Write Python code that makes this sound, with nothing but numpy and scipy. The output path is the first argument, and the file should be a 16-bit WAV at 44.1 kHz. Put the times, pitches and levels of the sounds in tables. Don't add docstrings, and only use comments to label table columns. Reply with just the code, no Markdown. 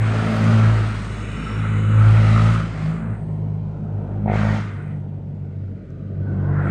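import sys
import numpy as np
from scipy import signal
from scipy.fft import rfft, irfft, next_fast_len
from scipy.io import wavfile
from scipy.ndimage import uniform_filter1d

SR = 44100
rng = np.random.default_rng(int(sys.argv[2]) if len(sys.argv) > 2 else 0)


def output_pcm(signal):
    pcm = np.clip(np.atleast_2d(signal).T, -1, 1) * 32767
    wavfile.write(sys.argv[1], SR, np.round(pcm).astype(np.int16))


N = 295470

# (time [s], exhaust above its usual level [dB], pipe honk [dB])
IDLE_LEVELS = [(0, 3, -42), (1.15, 1, -46.5), (1.8, 4.5, -47), (2.8, 1, -43), (3.3, -0.5, -46.5),
               (3.7, -3.5, -49.5), (4.1, 3.5, -41.5), (4.3, 0, -46.5), (4.8, -3, -49.5), (5.5, -5.5, -54.5),
               (5.88, -3.5, -61), (6.12, -2, -55.5), (6.3, 3, -48.5), (6.7, 4, -44.5)]
# (peak time [s], width [s], multiple of the firing rate, level [dB])
BOOM_SURGES = [(.06, 0.16, 2, -16.5), (.3, 0.094, 4, -24.5), (.52, 0.14, 4, -20), (.62, 0.25, 2, -13),
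               (1.702, 0.21, 2, -20), (1.8, 0.1, 4, -29.5), (2.098, 0.23, 2, -9.5), (2.35, 0.19, 4, -24.5),
               (2.428, 0.17, 2, -14), (3.11, 0.048, 2, -25.5), (3.469, 0.2, 2, -26), (3.97, 0.07, 2, -27),
               (4.16, .06, 2, -26.5), (4.42, 0.25, 2, -21), (4.43, 0.2, 4, -24.5), (4.76, 0.036, 2, -30.5),
               (5.02, 0.075, 2, -30), (5.33, .12, 2, -33.5), (5.6, 0.15, 2, -30), (6.25, 0.088, 2, -29),
               (6.6, 0.38, 2, -24.5), (6.6, .14, 4, -36), (.5, .3, 10, -37.5), (2.25, 0.41, 10, -39),
               (2.2, 0.41, 6, -39), (.45, 0.29, 5, -38), (.35, .3, 8, -39.5), (2.3, 0.34, 8, -43.5),
               (6.5, 0.29, 6, -41)]
# (time [s], level [dB])
BARK_FIRINGS = [(4.2588, -21), (4.278, -17), (4.2974, -14), (4.3167, -14), (4.336, -16), (4.3553, -20)]
BARK_LEAD_S = .0022
# (time [s], pitch [Hz], share of the clatter [0-1])
CASING_RING = [(0, 1320, 0.13), (1.6, 1319, 0.24), (2.15, 1284, 0.43), (2.39, 1282, 0.55),
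               (2.56, 1306, 0.3), (2.8, 1380, 0.2), (4.3, 1397, 0.07), (4.42, 1338, 0.14),
               (6.18, 1490, 0.14), (6.28, 1505, 0.4), (6.5, 1496, 0.3), (6.57, 1390, 0.06),
               (6.66, 1338, 0.3)]
# (frequency [Hz], level [dB])
RASP_COLOUR = [(1200, -48), (1600, -6), (1850, 0.5), (2150, -2), (2380, -5.5), (2600, -9.5), (3200, -49.5)]


def exhaust_hum(turns, direct):
    # (time [s], level [dB])
    throb = [(0.0, -35), (0.56, -34.5), (0.73, -26), (0.88, -32), (1.88, -32), (2.05, -25.5), (2.5, -26),
             (2.72, -35.5), (3.73, -40), (4.2, -35.5), (4.3, -31.5), (4.52, -28.5), (4.63, -43.5),
             (5.15, -47), (6.01, -47), (6.7, -33)]
    drone = [(0.0, -37), (0.18, -29.5), (0.5, -23), (0.56, -42), (0.63, -26), (1.08, -45.5), (1.65, -29.5),
             (2.12, -28.5), (2.29, -24.5), (2.65, -23), (2.7, -35), (2.89, -20), (3.17, -40), (3.23, -28),
             (3.55, -26), (3.78, -31.5), (4.05, -31.5), (4.2, -31), (4.3, -25), (4.55, -29), (4.68, -38),
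             (4.88, -29.5), (5.05, -32), (5.56, -34), (5.86, -43.5), (6.53, -20.5), (6.7, -23.5)]
    second_db = exhaust_level(usual_db=-31.5, idle_weight=.7, swell_weight=0.22)
    fourth_db = exhaust_level(usual_db=-39.5, idle_weight=0.56, swell_weight=0.63)
    gains = [from_db(in_time(throb)[0] + 0.5 * drift(5.8)),
             booming(2, second_db + 2.5 * drift(9.8)),
             from_db(in_time(drone)[0]),
             booming(4, fourth_db + 3.0 * drift(10))]
    out = 0
    for above, gain in enumerate(gains):
        echo_lag = np.angle(np.exp(1j * .75 * above ** 2))
        shift = (1 - direct) * (0.2 * above * drift(3.14) - echo_lag)
        level = gain * from_db(0.68 * above * drift(11))
        out = out - np.sqrt(2) * level * np.cos(2 * np.pi * (above + 1) * turns + shift)
    return out


def overtones(turns):
    multiples = sorted({round(k) for _, _, k, _ in BOOM_SURGES if round(k) > 4})
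    return sum(np.sqrt(2) * booming(k, base_db=-np.inf) * np.cos(2 * np.pi * (k * turns + rng.random()))
               for k in multiples)


def booming(multiple, base_db):
    # (middle [s], width [s], multiple of the firing rate, dip [dB])
    lulls = [(1.41, 0.075, 2, -12), (2.75, 0.028, 2, -10), (2.991, 0.047, 2, -7), (3.251, 0.045, 2, -6),
             (5.85, 0.073, 2, -14), (5.95, 0.077, 4, -13)]
    surges = sum((from_db(db) * bell(peak, width)) ** 2
                 for peak, width, k, db in BOOM_SURGES if round(k) == multiple)
    lull_db = sum(db * bell(middle, width) for middle, width, k, db in lulls if round(k) == multiple)
    return np.sqrt(from_db(base_db) ** 2 + surges) * from_db(lull_db)


def crank(sway):
    # (time [s], speed [firings per s])
    speed = [(0.0, 54.3), (0.7, 55.1), (0.99, 52.4), (1.5, 53), (1.88, 53.1), (2.02, 53.7), (2.65, 55.3),
             (2.8, 51.3), (2.99, 55.2), (3.3, 52), (3.71, 51.5), (3.92, 52), (4.05, 49.6), (4.25, 51.7),
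             (4.55, 53), (4.63, 53.5), (4.72, 48.4), (4.82, 50), (5.33, 48.3), (5.75, 48.3), (5.93, 45.7),
             (6.04, 51), (6.14, 48), (6.7, 48.6)]
    turns = np.cumsum(in_time(speed)[0]) / SR
    first_bark = int((BARK_FIRINGS[0][0] + BARK_LEAD_S) * SR)
    return turns - turns[first_bark] % 1 + sway * drift(6.6)


def swell():
    # (start [s], rise [s], end [s], fall [s], exhaust boost [dB], honk boost [dB])
    swells = [(-.05, 0.18, 0.95, 0.16, 8, 9), (1.9, .25, 2.53, 0.041, 5, 10),
              (4.245, 0.024, 4.63, 0.063, 10, 14.5), (6.15, 0.4, 7.5, .1, 4, 7)]
    return sum(np.outer([exhaust_db, honk_db], plateau(*span)) for *span, exhaust_db, honk_db in swells)


def exhaust_level(usual_db, idle_weight, swell_weight):
    return usual_db + idle_weight * in_time(IDLE_LEVELS)[0] + swell_weight * swell()[0]


def puffs(turns, direct, colour, level_db, hard_db, blend_db, pulse_weight):
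    pulse_share = pulse_weight / (1.5 + np.exp((hard_db - level_db) / blend_db))
    pulse = pipe_pulses(turns, direct, colour, waver_db=3.0)
    gas = noise(colour) * firing_bursts(turns, depth_db=0.3 + 2.3 * direct, uneven_db=1.0, lag=0)
    return from_db(level_db) * (np.sqrt(pulse_share) * pulse + np.sqrt(1 - pulse_share) * gas)


def pipe_pulses(turns, direct, colour, waver_db):
    firing_hz = turns[-1] * SR / N
    angle = 2 * np.pi * (turns % 1)
    multiples = [k for k in range(5, 19) if gain_at(colour, k * firing_hz) > .2]
    knock = buzz = 0
    for k in multiples:
        gain = gain_at(colour, k * firing_hz) * from_db(waver_db * drift(3))
        knock = knock - gain * np.cos(k * angle)
        buzz = buzz + gain * np.cos(k * angle + rng.uniform(0, 2 * np.pi))
    return np.sqrt(direct) * rms_one(knock) + np.sqrt(1 - direct) * rms_one(buzz)


def rumble(puff_db, level_db, follow):
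    # (frequency [Hz], level [dB])
    colour = [(15, -18.5), (35, -17), (65, -8), (90, -3), (135, 3.5), (190, 1), (240, -4.5), (310, -14.5),
              (500, -38.5)]
    return from_db(level_db + follow * (puff_db - np.mean(puff_db))) * noise(colour)


def bark(rise_s):
    # (pitch [Hz], level [dB], time to fade by 60 dB [s])
    pipe_notes = [(576, -7, 0.026), (736, -3, 0.036), (847, -10.5, 0.015)]
    age, out = np.arange(SR // 10) / SR, np.zeros(N)
    onset = 1 - np.exp(-(age / rise_s) ** 3)
    for time, firing_db in BARK_FIRINGS:
        start = int(time * SR)
        for hz, level_db, fade_s in pipe_notes:
            fade = from_db(firing_db + level_db + rng.normal() - 60 * age / fade_s)
            out[start:start + len(age)] -= onset * fade * np.cos(2 * np.pi * hz * (age - BARK_LEAD_S))
    return out


def casing(turns, direct, clatter_db, rasp_db):
    # (distance from the ring's pitch [Hz], level [dB])
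    ring_spread = [(1, 2), (25, 5), (55, -0.5), (120, -8.5), (250, -24.5), (600, -53)]
    # (frequency [Hz], level [dB])
    clatter_colour = [(600, -38.5), (880, -8.5), (1050, -6.5), (1200, -1), (1330, -2), (1480, -1.5),
                      (1650, -8), (1900, -26), (2600, -61)]
    ring_hz, share = in_time(CASING_RING)
    ring = rms_one(noise(ring_spread) * np.cos(2 * np.pi * np.cumsum(ring_hz) / SR))
    clatter = np.sqrt(share) * ring + np.sqrt(1 - share) * noise(clatter_colour)
    clatter *= firing_bursts(turns, depth_db=1.0 + direct, uneven_db=1.5, lag=.03)
    rasp = noise(RASP_COLOUR) * firing_bursts(turns, depth_db=1.5, uneven_db=1.0, lag=0.73)
    return from_db(clatter_db - 1.3) * clatter + from_db(rasp_db - 0.05) * rasp


def rattles(rise_s, decay_s, scrape_db):
    # (time [s], level [dB])
    knocks = [(2.229, -23), (2.287, -18.5), (2.301, -20), (2.338, -23), (2.3605, -16), (2.377, -11),
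              (2.3945, -16), (2.402, -23), (2.47, -23), (2.5585, -20)]
    ring = np.cos(2 * np.pi * np.cumsum(in_time(CASING_RING)[0]) / SR)
    return struck(knocks, rise_s, decay_s) * (ring + from_db(scrape_db) * noise(RASP_COLOUR))


def rushing_air(turns, rasp_db, spray_db, loud_hiss_db, spray_growth):
    # (time [s], hiss [dB], sizzle [dB])
    levels = [(0.0, -62, -58), (0.02, -55, -54), (0.13, -47, -53.5), (0.48, -45, -53), (1.15, -51.5, -55.5),
              (1.89, -55.5, -57), (2.27, -46, -52.5), (2.53, -45.5, -51.5), (2.71, -56, -63.5),
              (2.86, -54.5, -59.5), (2.96, -63.5, -62.5), (3.07, -76, -71.5), (3.46, -74, -80.5),
              (4.28, -75, -80), (4.36, -49.5, -57.5), (4.57, -48.5, -58), (4.81, -73.5, -76),
              (5.11, -78.5, -85), (6.2, -75.5, -84.5), (6.6, -71.5, -78), (6.67, -69, -66)]
    # (frequency [Hz], level [dB])
    grit_colour = [(1900, -44), (2350, -1), (2600, -0.5), (3100, -1), (3600, -6), (4100, -10),
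                   (4500, -28.5), (5500, -56.5)]
    hiss_colour = [(3000, -38.5), (3800, -4.5), (4300, -2.5), (4800, -4), (5400, -7), (6300, -8.5),
                   (7000, -11.5), (9000, -50.5)]
    sizzle_colour = [(5000, -42), (6400, -4.5), (7000, -2), (7800, 0), (8550, 0), (9250, -5), (10000, -15),
                     (11500, -41), (12500, -33), (15500, -28.5)]
    spray_colour = [(9000, -20.5), (10500, 2), (11500, -3), (12500, -7.5), (15500, -7)]
    hiss_db, sizzle_db = in_time(levels)
    grit = from_db(.5 * hiss_db + .5 * rasp_db + 0.38) * noise(grit_colour)
    spray = from_db(spray_db + spray_growth * (hiss_db - loud_hiss_db)) * noise(spray_colour)
    hiss = from_db(hiss_db - 1.0) * noise(hiss_colour)
    sizzle = from_db(sizzle_db - 1.0) * noise(sizzle_colour)
    return (grit + spray + hiss + sizzle) * firing_bursts(turns, depth_db=-0.5, uneven_db=1.25, lag=0.28)


def whistles():
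    # (peak time [s], width [s], pitch [Hz], glide [Hz per s], half bandwidth [Hz], level [dB])
    bands = [(.35, 0.25, 597, 1.5, 25, -38), (1.27, .13, 5360, 5, 55, -62),
             (1.38, 0.28, 2880, 0.5, 120, -50), (1.4, 0.15, 1950, 1, 70, -49.5),
             (1.5, 0.13, 5440, 299.5, 90, -57.5), (1.468, 0.12, 4540, -2, 65, -64),
             (3.15, .22, 8470, -0.5, 332, -71.5), (4.821, 0.15, 8630, 0.5, 333, -75),
             (3.5, 0.47, 950, -0.5, 130, -55), (4.33, 0.046, 2142, 0.5, 110, -39),
             (4.5, .08, 1906, -0.5, 80, -39.5), (4.81, .04, 1470, 0, 60, -49),
             (4.92, 0.044, 1950, 0, 60, -55), (4.87, .07, 2400, 0, 130, -59),
             (5.1, 0.12, 830, 0, 90, -57.5), (6.29, 0.065, 1490, 0, 28, -48), (6.45, .07, 1485, 0, 35, -50),
             (6.46, .04, 1930, 0.5, 70, -57), (6.5, 0.11, 1040, -1, 60, -47),
             (6.61, 0.092, 1730, 0.5, 300, -40.5)]
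    # (distance from the pitch [half bandwidths], level [dB])
    band_shape = [(.02, 2), (.9, 0.5), (2.0, -18), (4.5, -36.5)]
    t, out = np.arange(N) / SR, 0
    for peak, width, hz, glide, half_hz, level_db in bands:
        spread = [(step * half_hz, db) for step, db in band_shape]
        angle = 2 * np.pi * np.cumsum(hz + glide * (t - peak)) / SR
        band = noise(spread) * np.cos(angle) + noise(spread) * np.sin(angle)
        out = out + from_db(level_db) * bell(peak, width) * band
    return out


def soil(rise_s, decay_s, grain_db):
    # (peak time [s], width [s], level [dB])
    brushes = [(.36, .08, -65), (.8, 0.22, -74), (3.5, .04, -87)]
    # (time [s], level [dB])
    ticks = [(3.3432, -70), (5.9043, -59)]
    # (frequency [Hz], level [dB])
    tick_colour = [(2500, -15), (4500, 1.5), (8500, -6), (10500, -17), (15500, -19)]
    grain_colour = [(9000, -20.5), (10500, 2), (11500, -3), (12500, -7.5), (15500, -7)]
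    rustle = sum(from_db(level_db) * bell(peak, width) for peak, width, level_db in brushes)
    grains = rms_one(noise(grain_colour) * from_db(grain_db * drift(120)))
    return struck(ticks, rise_s, decay_s) * noise(tick_colour) + rustle * grains


def background_hiss(level_db):
    return from_db(level_db) * noise([(4000, -6.5), (7000, 0), (15500, -0.5)])


def hollowed(x):
    # (frequency [Hz], boost or cut [dB])
    treble_colour = [(1450, 0.5), (1700, -2.5), (2050, 1), (2400, 1.5), (3000, 4), (3180, -12), (3400, 0),
                     (3950, 2.5), (4200, -7), (4900, -11), (6050, -6), (6400, 2), (7200, 0)]
    middle_colour = [(380, 0.5), (470, -2.5), (640, 9), (760, -5), (900, -6), (1080, -6), (1250, 2)]
    # (start [s], rise [s], end [s], fall [s])
    treble_span = (1.01, 0.25, 2.05, 0.063)
    middle_span = (5.455, 0.6, 6.26, .07)
    for colour, span in (treble_colour, treble_span), (middle_colour, middle_span):
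        hollow = tinted(x, lambda hz: from_db(np.interp(hz, *np.transpose(colour), left=0, right=0)))
        x = x + plateau(*span) * (hollow - x)
    return x


def shimmer(x, depth_db, patch_hz, patch_s):
    hz, t, bands = signal.stft(x, SR, nperseg=1024)
    patches = rng.standard_normal(bands.shape)
    for _ in range(2):
        patches = uniform_filter1d(patches, round(patch_hz / hz[1]), axis=0)
        patches = uniform_filter1d(patches, round(patch_s / t[1]), axis=1)
    return signal.istft(bands * rms_one(from_db(depth_db * rms_one(patches))), SR)[1][:N]


def firing_bursts(turns, depth_db, uneven_db, lag):
    cycle = turns - lag
    nearest = np.round(cycle)
    strength_db = uneven_db * rng.standard_normal(1000)[nearest.astype(int) + 2]
    burst = np.exp(-30 * (cycle - nearest) ** 2)
    return rms_one(from_db(burst * (depth_db + strength_db)))


def struck(blows, rise_s, decay_s):
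    t, out = np.arange(N) / SR, 0
    for time, peak_db in blows:
        age = np.clip(t - time, 0, 1)
        fade = np.exp(-np.clip((age - rise_s) / decay_s, 0, 20))
        out = out + from_db(peak_db) * np.minimum(age / rise_s, 1) * fade
    return out


def bell(peak, width):
    return np.exp(-((np.arange(N) / SR - peak) / width) ** 2)


def plateau(start, rise, end, fall):
    t = np.arange(N) / SR
    return np.clip(np.minimum((t - start) / rise, (end - t) / fall), 0, 1)


def drift(rate):
    step, warm_up = 40, 2000
    memory = np.exp(-2 * np.pi * step * rate / SR)
    jitter = rng.standard_normal(N // step + warm_up + 2)
    slow = signal.lfilter([1], [1, -2 * memory, memory ** 2], jitter)[warm_up:]
    return np.interp(np.arange(N) / step, np.arange(len(slow)), rms_one(slow))


def noise(colour):
    return rms_one(tinted(rng.standard_normal(N), lambda hz: gain_at(colour, hz)))


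def tinted(x, gain):
    size = next_fast_len(N)
    hz = np.arange(size // 2 + 1) * SR / size
    return irfft(rfft(x, size) * gain(hz), size)[:N]


def gain_at(colour, hz):
    points_hz, points_db = np.transpose(colour)
    log_hz = np.log(np.maximum(hz, 1))
    return from_db(np.interp(log_hz, np.log(points_hz), points_db, left=-200, right=-200))


def in_time(rows):
    times, *columns = np.transpose(rows)
    return [np.interp(np.arange(N) / SR, times, column) for column in columns]


def from_db(db):
    return np.exp(np.asarray(db) * (np.log(10) / 20))


def rms_one(x):
    return x / np.sqrt(np.mean(x ** 2) + 1e-20)


def scene():
    # (time [s], share [0-1])
    direct_share = [(0, 0), (2.6, 0.04), (3.0, 0.2), (4.1, 0.04), (4.25, 0.91), (4.52, 0.92), (4.62, 0.02),
                    (6.15, 0.04), (6.7, 0.4)]
    # (time [s], clatter [dB], rasp [dB])
    casing_levels = [(0.0, -40, -42), (0.03, -33, -38), (0.65, -29.5, -36.5), (1.19, -39, -46),
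                     (1.68, -34, -41), (1.88, -36, -43.5), (2.05, -28, -39), (2.26, -31.5, -36),
                     (2.39, -29, -36.5), (2.58, -30.5, -39.5), (2.7, -41.5, -46.5), (2.8, -38.5, -44.5),
                     (3.13, -45, -51.5), (3.23, -58.5, -62.5), (3.73, -58.5, -67.5), (4.265, -52, -61.5),
                     (4.282, -41.5, -42), (4.38, -31.5, -37), (4.55, -34.5, -39), (4.63, -39.5, -43.5),
                     (4.9, -52, -54.5), (5.03, -62, -67.5), (5.25, -64.5, -69), (6.16, -57, -66),
                     (6.31, -49.5, -64), (6.52, -43, -59.5), (6.58, -32, -57), (6.7, -33.5, -40)]
    # (frequency [Hz], level [dB])
    puff_colour = [(190, -21), (262, 4), (320, -2.5), (380, -1), (435, -1.5), (490, -4), (545, -8),
                   (600, -15.5), (760, -45)]
    honk_colour = [(390, -28), (480, -6), (575, 1), (650, 1), (740, -1), (830, -5), (930, -6.5),
                   (1080, -14.5), (1500, -59.5)]
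    turns = crank(sway=0.017)
    direct = in_time(direct_share)[0]
    puff_db = exhaust_level(usual_db=-41, idle_weight=0.98, swell_weight=0.79)
    honk_db = in_time(IDLE_LEVELS)[1] + swell()[1]
    clatter_db, rasp_db = in_time(casing_levels)
    low = exhaust_hum(turns, direct) + overtones(turns) + rumble(puff_db, level_db=-34.5, follow=0.41)
    puff = puffs(turns, direct, puff_colour, puff_db, hard_db=-37.5, blend_db=1.0, pulse_weight=0.71)
    honk = puffs(turns, direct, honk_colour, honk_db, hard_db=-40.5, blend_db=4.5, pulse_weight=0.68)
    air = rushing_air(turns, rasp_db, spray_db=-72.5, loud_hiss_db=-47.0, spray_growth=2.7)
    metal = casing(turns, direct, clatter_db, rasp_db)
    bright = shimmer(metal + air, depth_db=1.52, patch_hz=130, patch_s=.18)
    knocks = bark(rise_s=0.0018) + rattles(rise_s=.0026, decay_s=0.003, scrape_db=-17.5)
    background = soil(rise_s=.0004, decay_s=0.001, grain_db=3.0) + background_hiss(level_db=-95.5)
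    return (low + hollowed(puff + honk + knocks + bright) + whistles() + background)[None]


def record(dry):
    return signal.sosfilt(signal.ellip(10, .1, 80, 15500, fs=SR, output="sos"), dry)


dry = scene()
out = record(dry)
output_pcm(out)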